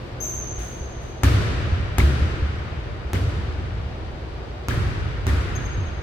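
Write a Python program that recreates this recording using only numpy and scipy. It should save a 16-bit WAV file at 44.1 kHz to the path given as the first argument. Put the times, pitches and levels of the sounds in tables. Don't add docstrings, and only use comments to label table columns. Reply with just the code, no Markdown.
import sys
import numpy as np
from scipy import signal
from scipy.io import wavfile

SR = 44100
rng = np.random.default_rng(int(sys.argv[2]) if len(sys.argv) > 2 else 0)


def how_loud(loudness_db):
    steps = np.asarray(loudness_db, float) / 20
    return 10 ** steps


def materialize(psi):
    bounded = np.clip(np.atleast_2d(psi).T, -1, 1)
    quanta = np.round(bounded * 32767).astype(np.int16)
    wavfile.write(sys.argv[1], SR, quanta)


N = 265482
T = np.arange(N) / SR

# t/s, slap peak/dB, left lag/ms, boards/dB, hall tail/dB
BOUNCES = [
    (1.2344, -7, -.1, -6, -18),
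    (1.9835, -8, -.09, -7.5, -21),
    (3.1332, -14.5, .01, -12, -24.5),
    (4.6852, -11.5, .15, -14.5, -24),
    (5.2678, -14.5, .25, -13.5, -24),
]
# boards t60 scale, tail tilt/(dB/octave), crack top/dB,
# extra ring near 1.6 kHz/dB, near walls/dB
SPOTS = [
    (1.53, 0.38, -6, -1.2, 4.5),
    (1.16, 0.2, -1, 0, 8.5),
    (1.4, -0.28, -2, -2, 7),
    (.6, 0.3, -5, 2, 4.5),
    (1.7, 0.25, -7, 2, 3.5),
]
# f/Hz, t60/s
HALL_T60 = [(40, 6.8), (100, 4.44), (300, 2.26), (900, 3.86), (2400, 4.23), (5000, 2.47), (9000, 1.14),
            (16000, 0.36)]

EDGES_HZ = 24 * 2 ** (np.arange(30) / 3)
WIDTHS_HZ = np.diff(EDGES_HZ)
CENTRES_HZ = np.sqrt(EDGES_HZ[1:] * EDGES_HZ[:-1])


def at_hz(points, hz):
    table_hz, values = np.array(points).T
    return np.interp(np.log(hz), np.log(table_hz), values)


def power_per_hz(shape, hz):
    return how_loud(2 * at_hz(shape, hz)) / np.sum(how_loud(2 * at_hz(shape, CENTRES_HZ)) * WIDTHS_HZ)


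def rms_one(x):
    return x / np.sqrt(np.mean(x ** 2) + 1e-20)


def sides(db):
    return how_loud(np.array([[db / 2], [-db / 2]]))


def add(out, x, s):
    i = round(s * SR)
    out[:, i:i + x.shape[1]] += x[:, :N - i]


def ring(hz, t60, rise_s):
    t = T[:SR // 2]
    return np.sin(2 * np.pi * hz * t) * how_loud(-60 * t / t60) * (1 - np.exp(-t / rise_s))


def slap(lag_ms, top_db):
    # f/Hz, level/dB, t60/s
    crack_modes = [(6600, -8, 0.0022), (11900, 3, 0.00068), (9100, -11, 0.0029), (7400, -14, .002)]
    crack_db, width_ms, recovery_ms = -2, 0.09, 0.55
    t_ms = T[:300] * 1000 - lag_ms - 1
    spike = -np.exp(-(t_ms / width_ms) ** 2 / 2)
    spike -= 0.2 * (t_ms > 0) * np.exp(-np.abs(t_ms) / recovery_ms)
    since_s = np.maximum(t_ms + 0.04, 0) / 1000
    crack = 0
    for hz, db, t60 in crack_modes:
        mode_db = crack_db + top_db * np.interp(hz, [6000, 10000], [-.6, 1]) + db
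        crack = crack + how_loud(mode_db - 60 * since_s / t60) * np.sin(2 * np.pi * hz * since_s)
    return spike - crack


def ball_slaps():
    pan_db, pan_db_per_ms = 1.5, -9
    out = np.zeros((2, N))
    for (s, slap_db, lag_ms, *_), (_, _, top_db, *_) in zip(BOUNCES, SPOTS):
        pair = [slap(lag_ms / 2, top_db), slap(-lag_ms / 2, top_db)]
        add(out, how_loud(slap_db) * sides(pan_db + pan_db_per_ms * lag_ms) * pair, s - 1 / 1000)
    return out


def board_booms():
    # f/Hz, level/dB, t60/s
    board_modes = [(90.6, -1.5, 0.17), (68.1, -4, 0.28), (185, -13.5, 0.091), (268, -11, 0.065),
                   (371, -10, 0.033)]
    out = np.zeros((2, N))
    for (s, _, _, boards_db, _), (lasting, *_) in zip(BOUNCES, SPOTS):
        boom = sum(how_loud(db) * ring(hz, t60 * lasting, rise_s=.4 / hz) for hz, db, t60 in board_modes)
        add(out, how_loud(boards_db) * boom * [[1], [1]], s + .0011)
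    return out


def slap_echoes():
    # bounce 0-4, delay/ms, left/dB, right/dB
    echoes = [(0, 2.3, -7, -22), (0, 8.7, -14, -19), (0, 10.4, -12, -24), (1, 2.4, -11, -22),
              (1, 13.1, -20, -28), (2, 2.4, -24, -30), (2, 19.2, -27, -34), (3, .8, -19, -20),
              (4, .9, -21, -22), (4, 22.8, -23, -32)]
    out = np.zeros((2, N))
    for k, delay_ms, left_db, right_db in echoes:
        k = round(k)
        gains = how_loud(np.c_[[left_db, right_db]])
        add(out, gains * slap(0, SPOTS[k][2]), BOUNCES[k][0] + (delay_ms - 1) / 1000)
    return out


def wall_pings():
    # t/s, length/s, f/Hz, left/dB
    ping_table = [(1.250, .005, 1700, -19), (1.9955, .005, 1800, -19), (2.001, .006, 2150, -13),
                  (2.017, .003, 4000, -27), (3.146, .005, 3000, -29), (3.154, .004, 1700, -26),
                  (3.157, .005, 2150, -25), (3.166, .007, 3200, -32), (4.698, .005, 3100, -31),
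                  (4.707, .009, 1650, -21), (5.290, .004, 1800, -24), (5.294, .004, 1900, -22)]
    right_db = -6
    out = np.zeros((2, N))
    for s, length_s, hz, db in ping_table:
        t = T[:round(length_s * SR)]
        tone = np.sin(2 * np.pi * (hz * t - [[0], [.3]]))
        add(out, how_loud(np.c_[[db, db + right_db]]) * tone * np.sin(np.pi * t / length_s), s)
    return out


def thuds():
    # t/s, peak/dB, f/Hz
    blows = [(.58, -21.5, 58.4), (0.809, -19.5, 66), (1.342, -12, 101), (1.72, -11.5, 83), (2.033, -6, 73),
             (2.105, -14, 125.4), (2.218, -10, 78.6), (2.421, -10.5, 74), (3.24, -13.5, 87),
             (3.272, -14.5, 94), (3.481, -19, 78.5), (3.581, -20.5, 91), (3.681, -20.5, 80),
             (3.80, -24, 71), (4.7737, -10.5, 96), (5.329, -11, 87.3), (5.39, -14, 74.5), (5.55, -19, 80),
             (5.779, -15.5, 94)]
    out = np.zeros((2, N))
    for s, db, hz in blows:
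        add(out, how_loud(db - 0.1) * ring(hz, t60=0.25, rise_s=0.0025) * [[1], [1]], s)
    return out


def squeaks():
    # t/s, length/s, f/Hz, direct/dB, hall/dB
    sole_slips = [
        (.201, 0.062, 6257, -35, -28),
        (0.232, 0.04, 7540, -51, -51),
        (.228, .035, 14000, -65, -62),
        (5.552, 0.024, 6410, -40.5, -46),
    ]
    octave_levels = [-15.5, -8, -20, -21]
    pan_db, grit_share = 11, 0.11
    far_wall_s, far_wall_db = .098, -7
    out = np.zeros((2, N))
    late_s = T[:SR + SR // 4]
    for (s, length_s, hz, db, hall_db), octave_db in zip(sole_slips, octave_levels):
        t = T[:round(length_s * SR)]
        wander = rng.standard_normal((2, 40))
        waver, flutter = [np.interp(t * 250, np.arange(40), row) for row in wander]
        phase = 2 * np.pi * np.cumsum(hz * (1 + 0.309 * length_s * (waver - waver.mean()))) / SR
        rasp = rms_one(np.convolve(rng.standard_normal(SR // 10), np.hanning(50)))
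        grit = 1 + grit_share * rasp[:len(t)]
        swell = np.sin(np.pi * (t / length_s) ** .7) ** .7
        partials = [(1, 0)]
        if 4 * hz < SR:
            partials.append((2, octave_db))
        for multiple, partial_db in partials:
            tone = how_loud(partial_db) * rms_one(np.sin(multiple * phase) * how_loud(2 * flutter) * grit * swell)
            decay = how_loud(-60 * late_s / at_hz(HALL_T60, multiple * hz))
            hall = rng.standard_normal((2, len(late_s))) * decay * (1 - np.exp(-late_s / 0.0066))
            add(out, how_loud(db) * sides(pan_db) * tone, s)
            add(out, how_loud(db + far_wall_db) * sides(-pan_db / 2) * tone, s + far_wall_s)
            add(out, how_loud(hall_db) * signal.fftconvolve(hall, [tone]) / np.sqrt(len(t)), s)
    return out


def net_power(hz):
    # t/s, hold/s, level/dB
    brushes = [
        (.545, .03, -76),
        (0.59, .05, -53.5),
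        (1.02, .006, -64),
    ]
    # f/Hz, density/dB per Hz
    net_shape = [(1500, 13.5), (4000, 2.5), (9000, -1), (12000, -8.5), (16000, -6)]
    rise_db_per_s, fall_db_per_s = 1098, 66
    power = 0
    for s, hold_s, db in brushes:
        slope_db = np.minimum(rise_db_per_s * (T - s), fall_db_per_s * (s + hold_s - T))
        power = power + how_loud(2 * (db + np.minimum(0, slope_db)))
    return power * how_loud(2 * at_hz(net_shape, hz)) / 3000 * (hz > 1200)


def tail_power(hz):
    # f/Hz, density/dB per Hz
    tail_shape = [(25, -39), (59, 1), (114, -2.5), (170, -13), (230, -14.5), (340, -14), (560, -21.5),
                  (880, -29.5), (1300, -21.5), (2160, -27.5), (3000, -31), (4300, -34.5), (7500, -43),
                  (16000, -50.5)]
    earlier_db = -42.5
    hollow_boom_db = 4.5
    near_t60_s, boom_cycles = 0.1, 6
    blows, near = np.zeros((2, N))
    blows[0] = how_loud(2 * earlier_db)
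    for (s, *_, tail_db), (lasting, tilt_db, _, ring_db, near_db) in zip(BOUNCES, SPOTS):
        i = round(s * SR)
        hollow_db = hollow_boom_db * (lasting < 1) * (hz < 170)
        extra_db = ring_db * np.exp(-2 * np.log2(hz / 1600) ** 2)
        blows[i] = how_loud(2 * (tail_db + hollow_db + extra_db + tilt_db * np.log2(hz / 500)))
        near[i] = blows[i] * how_loud(2 * near_db)
    late = signal.lfilter([1], [1, -how_loud(-120 / at_hz(HALL_T60, hz) / SR)], blows)
    early = signal.lfilter([1], [1, -how_loud(-120 / near_t60_s / SR)], near + 1e-18)
    fill = np.exp(-1 / ((0.01 + boom_cycles / hz) * SR))
    return signal.lfilter([1 - fill], [1, -fill], late + early) * power_per_hz(tail_shape, hz)


def air_power(hz):
    # f/Hz, density/dB per Hz
    air_shape = [(15, -45), (25, -9), (48, -6), (108, -7), (170, -15.5), (185, -12), (270, -19.5),
                 (363, -12), (405, -16), (591, -17), (863, -21.5), (4250, -36), (10400, -63.5),
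                 (16000, -68)]
    return how_loud(2 * -34.5) * power_per_hz(air_shape, hz)


def diffuse_field():
    # f/Hz, likeness
    likeness = [(60, 0.92), (130, 0.78), (290, 0.93), (640, 0.086), (1410, -0.054), (3100, 0.016),
                (6820, -0.18), (15000, 0.19)]
    # f/Hz, difference/dB
    lean = [(60, -0.4), (300, -0.5), (700, 1.4), (1500, 3), (5000, 0), (12000, 3)]
    out = 0
    white = rng.standard_normal((2, 2, N + SR))
    for k, hz in enumerate(CENTRES_HZ):
        band = signal.butter(2, EDGES_HZ[k:k + 2], "band", fs=SR, output="sos")
        mid, side = signal.sosfilt(band, white[k % 2])[:, SR:]
        power = tail_power(hz) + air_power(hz) + net_power(hz)
        power = power * how_loud(1.05 * np.interp(T * 90, np.arange(600), rng.standard_normal(600)))
        alike = np.clip(at_hz(likeness, hz), -1, 1)
        pair = np.sqrt(1 + alike) * mid + np.sqrt(1 - alike) * side * [[1], [-1]]
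        out = out + np.sqrt(power * SR / 4) * sides(at_hz(lean, hz)) * pair
    return out


def mains_hum():
    # f/Hz, peak level/dB
    hum_tones = [(122, -42), (60.1, -37.5)]
    return sum(how_loud(db + 0.5) * np.sin(2 * np.pi * hz * T) for hz, db in hum_tones)


def scene():
    ball = ball_slaps() + board_booms() + slap_echoes() + wall_pings()
    return ball + thuds() + squeaks() + diffuse_field() + mains_hum()


def roll_off(x):
    return signal.sosfilt(signal.butter(12, 16840, fs=SR, output="sos"), x)


def record(dry):
    gentle = signal.butter(8, 15900, fs=SR, output="sos")
    steep = signal.cheby2(10, 50, 16900, fs=SR, output="sos")
    mix = signal.sosfilt(np.vstack([gentle, steep]), dry)
    return roll_off(mix)


dry = scene()
out = record(dry)
materialize(out)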